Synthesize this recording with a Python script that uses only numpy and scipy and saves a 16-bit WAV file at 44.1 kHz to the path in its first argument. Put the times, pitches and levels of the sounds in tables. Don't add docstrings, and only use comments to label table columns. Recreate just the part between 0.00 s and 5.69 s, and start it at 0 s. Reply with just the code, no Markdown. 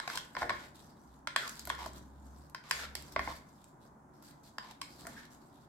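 import sys
import numpy as np
from scipy import signal
from scipy.fft import rfft, irfft
from scipy.io import wavfile
from scipy.ndimage import uniform_filter1d

SR = 44100
rng = np.random.default_rng(int(sys.argv[2]) if len(sys.argv) > 2 else 0)


def wav_record(signal):
    frames = np.transpose(np.atleast_2d(signal))
    bounded = np.clip(frames, -1, 1)
    quanta = np.round(bounded * 32767).astype(np.int16)
    wavfile.write(sys.argv[1], SR, quanta)


N = 250870
TIME = np.arange(N) / SR

# (time [s], strength [dB], hardness [0 = cushioned by vegetables, 1 = tip on the bare wall],
# pitch favoured by the struck spot [Hz])
SPOON_HITS = [(.0005, -36, 0.56, 1220), (0.0766, -34, 0.48, 1340), (0.0999, -39, 0.53, 1340),
              (.174, -35.5, 0.76, 1440), (.1827, -47.5, 0.86, 1570), (.351, -42, 0.45, 2000),
              (0.3668, -34, 0.32, 1130), (0.4185, -34, 0.14, 1190), (0.4282, -36.5, 0.031, 1040),
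              (0.4948, -30, 0.42, 1410), (.5032, -31, 0.29, 1050), (1.2725, -33, 0.57, 1500),
              (1.3616, -24.5, 0.63, 1430), (1.4772, -49, 0.97, 1090), (1.6725, -47, 0.047, 1050),
              (1.7, -29.5, 0.48, 1210), (1.8594, -42, 0.1, 1010), (2.5469, -39, 0.59, 1470),
              (2.7105, -28, 0.75, 1700), (2.9529, -44.5, .95, 1680), (3.162, -29, 0.22, 1060),
              (3.1925, -32, 0.23, 1250), (3.274, -39.5, .04, 980), (4.583, -37, 0.57, 1370),
              (4.815, -39.5, 0.79, 1960), (5.0524, -54.5, 0.11, 1260), (5.0684, -45, 0.18, 1950)]
# (pitch [Hz], level [dB], t60 [s])
BOWL_MODES = [(690.4, -9.5, 0.067), (760, -9, 0.019), (1043, -11.5, 0.021), (1090, -7, 0.036),
              (1496, -7, 0.02), (1703, 5, 0.0052), (2073, -13.5, 0.019), (3260, -9.5, 0.01),
              (4020, -1.5, 0.0051), (4906, -8, 0.011), (6550, -12, 0.0027), (7440, -8, 0.0085),
              (11800, -27.5, 0.0035)]
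# (low edge [Hz], high edge [Hz])
REGISTER_BANDS = [(600, 880), (880, 2300), (2600, 5700), (5700, 8300), (8300, 14000)]


def knocks(contact_db=2, detune=0.025, uneven_db=6.5, spot_db=5, spot_octaves=0.17):
    t, out = np.arange(SR // 8) / SR, np.zeros((4, N))
    hz, db, t60 = np.transpose(BOWL_MODES)[:, :, None]
    attack, contact_s = round(.008 * SR), .0009
    for start, strength_db, hardness, spot_hz in SPOON_HITS:
        shift, weight = rng.standard_normal((2, len(hz), 1))
        favour_db = spot_db * np.exp(-(np.log2(hz / spot_hz) / spot_octaves) ** 2)
        decay = amp(db + favour_db + uneven_db * weight - 60 * t / t60)
        ring = decay * np.sin(2 * np.pi * hz * (1 + detune * shift) * t)
        contact = amp(contact_db) * np.exp(-t / contact_s) * diffuse(len(t), direct=0.17)
        blow = ring.sum(0) + contact
        paths = np.vstack([bounces(blow), blow])
        for band, band_db in zip(REGISTER_BANDS, register_levels(strength_db, hardness)):
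            part = signal.sosfilt(signal.butter(3, band, "band", fs=SR, output="sos"), paths)
            attack_rms = np.sqrt(np.mean(part[:, :attack] ** 2, axis=1, keepdims=True))
            add(out, start, amp(band_db) * part / attack_rms)
    return np.split(out, 2)


# (cushioned level [dB], bare-wall level [dB])
REGISTER_BALANCE = [(3.5, -30.5), (1.5, -2.5), (-18.5, 3), (-35.5, 3.5), (-48.5, -1)]


def register_levels(strength_db, hardness):
    cushioned, bare = np.transpose(REGISTER_BALANCE)
    return strength_db + cushioned + np.clip(hardness, 0, 1) * (bare - cushioned)


# (start [s], end [s], squeak level [dB], glide from [Hz], to [Hz], rasp level [dB])
SPOON_SLIDES = [(.01, 0.075, -53.5, 1100, 1020, -56.5), (0.086, 0.181, -51.5, 1130, 940, -48),
                (.378, 0.439, -53.5, 1590, 1300, -48), (0.409, 0.47, -44.5, 700, 690, -66),
                (0.516, 0.671, -65, 1020, 750, -56.5), (1.375, 1.42, -72, 1770, 2200, -46.5),
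                (1.412, 1.487, -46.5, 1560, 1040, -49), (1.731, 1.81, -62, 1650, 2100, -68),
                (1.777, 1.859, -48, 1020, 940, -51), (2.631, 2.73, -62, 1080, 1100, -58.5),
                (2.728, 2.807, -77, 1650, 1600, -49), (2.787, 2.861, -49.5, 1600, 1350, -46.5),
                (3.207, 3.281, -72, 1780, 1300, -54.5), (3.276, 3.331, -46.5, 960, 1040, -50.5),
                (4.22, 4.346, -73.5, 1300, 2050, -81), (4.618, 4.731, -58.5, 1080, 900, -59.5),
                (5.077, 5.276, -70, 736, 1900, -61.5), (5.162, 5.208, -53.5, 1730, 1560, -68)]
# (frequency [Hz], gain [dB])
RASP_EQ = [(300, -5), (700, 2.5), (1100, 1), (2100, 4), (2700, -2), (3600, 1.5), (5100, -2.5), (6500, -7),
           (7800, -7.5), (9500, -16.5), (12300, -11), (16000, -32)]


def scrapes(squeak_trim_db=-1, width_hz=260, waver=0.02, fade_share=0.22):
    out = np.zeros((2, N))
    for start, end, squeak_db, first_hz, last_hz, rasp_db in SPOON_SLIDES:
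        size = max(round((end - start) * SR), SR // 100)
        slips = grains(size, per_s=2000, spread_db=3) + .45 * diffuse(size, direct=.3)
        hz = np.linspace(first_hz, last_hz, size) * (1 + waver * drift(size, smooth=400))
        squeak = unit_rms(resonate(resonate(slips, hz, width_hz), hz, 2 * width_hz))
        rasp = unit_rms(colour(slips, RASP_EQ))
        sound = amp(squeak_db + squeak_trim_db) * squeak + amp(rasp_db) * rasp
        add(out, start, sound * signal.windows.tukey(size, fade_share))
    return out


# (time [s], level [dB], pitch of the wet gap [Hz])
WET_SNAPS = [(.1543, -44, 5330), (0.1573, -37.5, 4050), (0.2495, -56, 7470), (1.4941, -40, 6200),
             (1.5554, -53, 7350), (1.5947, -40.5, 4750), (1.653, -42.5, 11800), (1.673, -42, 11700),
             (1.6947, -41.5, 3640), (1.751, -51, 4210), (1.861, -45.5, 4870), (1.9336, -55, 7370),
             (2.375, -71, 5000), (2.498, -59, 11700), (2.9526, -35.5, 5040), (2.9694, -49, 4830),
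             (2.9829, -59, 4180), (3.0236, -50, 7300), (3.123, -51.5, 5600), (3.6423, -55.5, 7500),
             (4.2246, -58, 11800), (4.7113, -49.5, 4090), (5.008, -54, 7600), (5.069, -43.5, 8650),
             (5.253, -57.5, 3780)]
# (frequency [Hz], gain [dB])
MOIST_EQ = [(1200, -7), (2700, -9.5), (4000, -4), (5000, -3), (6200, -7), (7700, -2), (9500, -9.5),
            (12300, -5), (13600, -10), (16000, -19.5)]


def ticks(trim_db=-1, crackle_db=-14, crackle_s=0.0084, gap_db=-2, gap_width_hz=1100):
    t, out = np.arange(SR // 25) / SR, np.zeros((2, N))
    attack, snap_s = round(.004 * SR), .0011
    for start, db, gap_hz in WET_SNAPS:
        envelope = np.exp(-t / snap_s) + amp(crackle_db) * np.exp(-t / crackle_s)
        burst = colour(diffuse(len(t), direct=0.29) * envelope, MOIST_EQ)
        snap = unit_rms(burst) + amp(gap_db) * unit_rms(resonate(burst, gap_hz, gap_width_hz))
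        attack_rms = np.sqrt(np.mean(snap[:, :attack] ** 2))
        add(out, start, amp(db + trim_db) * snap / attack_rms)
    return out


# (start [s], length [s], rustle level [dB], tumble level [dB])
HEAP_SHOVES = [(0, .04, -73, -59.5), (.07, 0.11, -53, -60.5), (0.322, 0.37, -66, -61),
               (0.737, 0.082, -62, -63), (0.834, 0.094, -73, -62.5), (0.96, 0.23, -76, -72),
               (1.383, 0.24, -58, -65), (1.654, 0.072, -61, -53.5), (1.79, 0.098, -59.5, -55),
               (1.929, 0.052, -58, -54.5), (2.214, 0.25, -71, -65), (2.685, 0.14, -52, -67),
               (2.958, .18, -61, -56.5), (3.18, 0.19, -60, -61), (3.464, 0.24, -72.5, -80),
               (3.798, 0.076, -73, -62.5), (4.126, .1, -76.5, -66), (4.216, 0.086, -62, -61),
               (4.427, 0.052, -62.5, -65), (4.805, 0.19, -64, -61.5), (4.986, .12, -60, -54.5),
               (5.11, 0.098, -64, -62.5), (5.298, .05, -63.5, -61.5), (5.38, 0.26, -75, -66)]


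def shoving(rise_s=0.013, stop_t60=0.13, settle_db=-14, settle_t60=1.5, roll_t60=0.38, rest_db=-62.5):
    rustles, tumbles = [], []
    for start, length, rustle_db, tumble_db in HEAP_SHOVES:
        push = stroke(start, length, rise_s, stop_t60)
        settle = amp(settle_db) * stroke(start, length, rise_s, settle_t60)
        rustles.append(amp(rustle_db) * np.maximum(push, settle))
        tumbles.append(amp(tumble_db) * stroke(start, length, rise_s, roll_t60))
    return power_sum(rustles), np.hypot(power_sum(tumbles), amp(rest_db))


def heap(tumble_trim_db=-3, clump_db=2.0, squelch_db=-5, gaps_per_s=60):
    clumps = amp(clump_db * np.clip(drift(N, smooth=700), -2, 2))
    crackle = clumps * (grains(N, per_s=2000, spread_db=4) + .5 * diffuse(N))
    pitches_hz = 3500 * (8200 / 3500) ** rng.random(N)
    gap_index = np.cumsum(rng.random(N) < gaps_per_s / SR)
    squelch = unit_rms(resonate(crackle, pitches_hz[gap_index], width_hz=500))
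    moist = unit_rms(unit_rms(colour(crackle, MOIST_EQ)) + amp(squelch_db) * squelch)
    rustle_gain, tumble_gain = shoving()
    return rustle_gain * moist + amp(tumble_trim_db) * tumble_gain * rolling()


# (frequency [Hz], gain [dB])
TUMBLE_EQ = [(60, -9), (110, -6), (290, 0), (430, -8), (850, -8.5), (1500, -12), (2500, -32), (5000, -47)]


def rolling():
    bumps = grains(N, per_s=400, spread_db=1.5) + diffuse(N)
    return unit_rms(colour(bumps, TUMBLE_EQ))


# (start [s], length [s], level [dB])
BOWL_DRAGS = [(0.45, 0.1, -57.5), (1.026, 0.13, -60), (1.57, 0.47, -54), (2.054, 0.35, -54),
              (2.69, 0.3, -54), (3.11, 0.11, -47), (4.898, .17, -65)]


def tray_drone(hz=67, wander_hz=2.3, overtone_db=-15, rise_s=0.094, t60=0.64, rest_db=-75, trim_db=-1):
    phase = 2 * np.pi * np.cumsum(hz + wander_hz * drift(N, smooth=5000)) / SR
    tone = unit_rms(np.sin(phase) + amp(overtone_db) * np.sin(3 * phase))
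    drags = power_sum(amp(db) * stroke(start, length, rise_s, t60) for start, length, db in BOWL_DRAGS)
    grip_db = 2 * drift(N, smooth=4000)
    return amp(trim_db + grip_db) * np.hypot(drags, amp(rest_db)) * tone


# (nominal pitch [Hz], level [dB])
THUD_MODES = [(50, 1), (100, -1.5), (145, -5), (215, 1), (290, 2), (390, 2)]


def tray_thuds(thud_db=-17, t60=0.33):
    t, out = np.arange(SR // 3) / SR, np.zeros((2, N))
    for start, strength_db, hardness, _ in SPOON_HITS:
        body_db = register_levels(strength_db, hardness)[0]
        thud = sum(amp(db) * np.sin(2 * np.pi * hz * rng.uniform(0.84, 1.5) * t) for hz, db in THUD_MODES)
        add(out, start, amp(body_db + thud_db - 60 * t / t60) * np.array([thud, thud]))
    return out


# (frequency [Hz], t60 [s], level [dB])
KITCHEN_REVERB = [(246, 1, -1), (734, 0.35, -7.5), (1600, 0.5, -4.5), (4480, 0.27, -1.5),
                  (11230, 0.32, -7.5)]


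def kitchen(send, build_s=0.0034, tails=3, changes_per_s=5):
    decay_curve = [(hz, t60) for hz, t60, _ in KITCHEN_REVERB]
    tail_eq = [(hz, db) for hz, _, db in KITCHEN_REVERB]
    turn = np.floor(TIME * changes_per_s) % tails
    out = np.zeros((2, N))
    for k in range(tails):
        hz, t, spectrum = signal.stft(diffuse(SR // 2), SR, nperseg=256)
        t60 = curve_at(decay_curve, hz)[:, None]
        tail = signal.istft(spectrum * amp(-60 * t / t60), SR, nperseg=256)[1]
        tail *= 1 - np.exp(-(np.arange(tail.shape[1]) / SR / build_s) ** 2)
        tail = colour(tail / np.linalg.norm(tail[0]), tail_eq)
        crossfade = np.sqrt(abs(uniform_filter1d(1.0 * (turn == k), size=4000)))
        out += signal.fftconvolve(send * crossfade, tail, axes=1)[:, :N]
    return out


# (frequency [Hz], gain [dB])
ROOM_TONE_EQ = [(15, -41.5), (25, -25), (285, -2.5), (463, -29), (591, -6.5), (659, -9), (818, -4),
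                (1020, -3), (1130, -11), (1400, -17), (2690, -47), (3720, -46), (5880, -32.5),
                (6740, -30.5), (16000, -42.5)]


def room_tone(air_db=-64, hum_db=-68):
    narrow_noise = resonate(diffuse(N), hz=145.8, width_hz=8.5)
    hum = unit_rms(resonate(narrow_noise, hz=133, width_hz=41.2))
    air = unit_rms(colour(diffuse(N, direct=0.067), ROOM_TONE_EQ))
    return amp(air_db) * air + amp(hum_db) * hum


def bounces(x, gain=0.51, spread_s=.0032, count=8):
    taps = np.zeros((2, SR // 50))
    taps[0, 0] = taps[1, 4] = 1
    for when, side, polarity in rng.random((count, 3)):
        left = 12 + int(when * spread_s * SR)
        right = left + int(20 * side - 7)
        taps[[0, 1], [left, right]] += gain * (1 - when / 2) * np.sign(polarity - .5)
    return signal.fftconvolve(x, taps, axes=1)[:, :x.shape[1]]


def grains(size, per_s, spread_db):
    left = np.flatnonzero(rng.random(size) < per_s / SR)
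    height = amp(spread_db * np.minimum(rng.exponential(1, len(left)), 4))
    height *= rng.choice([-1, 1], len(left))
    right = np.minimum(left + rng.integers(-4, 12, len(left)), size - 1)
    out = np.zeros((2, size))
    out[0, left] = out[1, right] = height
    return unit_rms(out)


def diffuse(size, direct=0, mic_gap_m=0.2):
    left, other = rfft(rng.standard_normal((2, size)))
    coherence = np.sinc(2 * np.fft.rfftfreq(size, 1 / SR) * mic_gap_m / 343)
    coherence = np.clip(coherence + direct * (1 - coherence), -1, 1)
    return irfft([left, coherence * left + np.sqrt(1 - coherence ** 2) * other], size)


def colour(x, eq):
    log_gain = np.log(amp(curve_at(eq, abs(np.fft.fftfreq(4096, 1 / SR)))))
    taps = np.fft.ifft(np.exp(np.conj(signal.hilbert(log_gain)))).real
    return signal.fftconvolve(x, taps[None, :len(taps) // 2], axes=1)[:, :x.shape[1]]


def resonate(x, hz, width_hz):
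    carrier = np.exp(2j * np.pi * np.cumsum(hz * np.ones(x.shape[-1])) / SR)
    pole = np.exp(-np.pi * width_hz / SR)
    return 2 * (carrier * signal.lfilter([1 - pole], [1, -pole], x / carrier)).real


def stroke(start, length, rise_s, t60):
    t = TIME - start
    return np.clip(t / rise_s, 0, 1) * amp(-60 * np.maximum(t - length, 0) / t60)


def drift(size, smooth):
    return unit_rms(uniform_filter1d(rng.standard_normal(size), size=smooth))


def power_sum(gains):
    return np.sqrt(sum(gain ** 2 for gain in gains))


def curve_at(points, hz):
    point_hz, value = np.transpose(points)
    return np.interp(np.log(hz + 1), np.log(point_hz + 1), value)


def add(mix, start_s, sound):
    part = mix[:, max(0, round(start_s * SR)):][:, :sound.shape[1]]
    part += sound[:, :part.shape[1]]


def amp(db):
    return 10 ** (np.asarray(db) / 20)


def unit_rms(x):
    return x / np.sqrt(np.mean(x ** 2) + 1e-20)


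def scene(send_db=-1):
    close_knocks, knock_send = knocks()
    stirring = scrapes() + ticks() + heap()
    reverb = kitchen(amp(send_db) * (knock_send + stirring))
    return close_knocks + stirring + reverb + tray_drone() + tray_thuds() + room_tone()


def record(dry, lag_radians=0.47, lag_corner_hz=120, low_cut_hz=30, high_cut_hz=16150):
    lag = lag_radians / (1 + (np.fft.rfftfreq(N, 1 / SR) / lag_corner_hz) ** 2)
    pair = np.array([dry[0], irfft(rfft(dry[1]) * np.exp(-1j * lag), N)])
    low_cut = signal.butter(3, low_cut_hz, "high", fs=SR, output="sos")
    high_cut = signal.firwin(511, high_cut_hz, window=("kaiser", 9), fs=SR)
    return signal.oaconvolve(signal.sosfilt(low_cut, pair), high_cut[None], "same")


dry = scene()
out = record(dry)
wav_record(out)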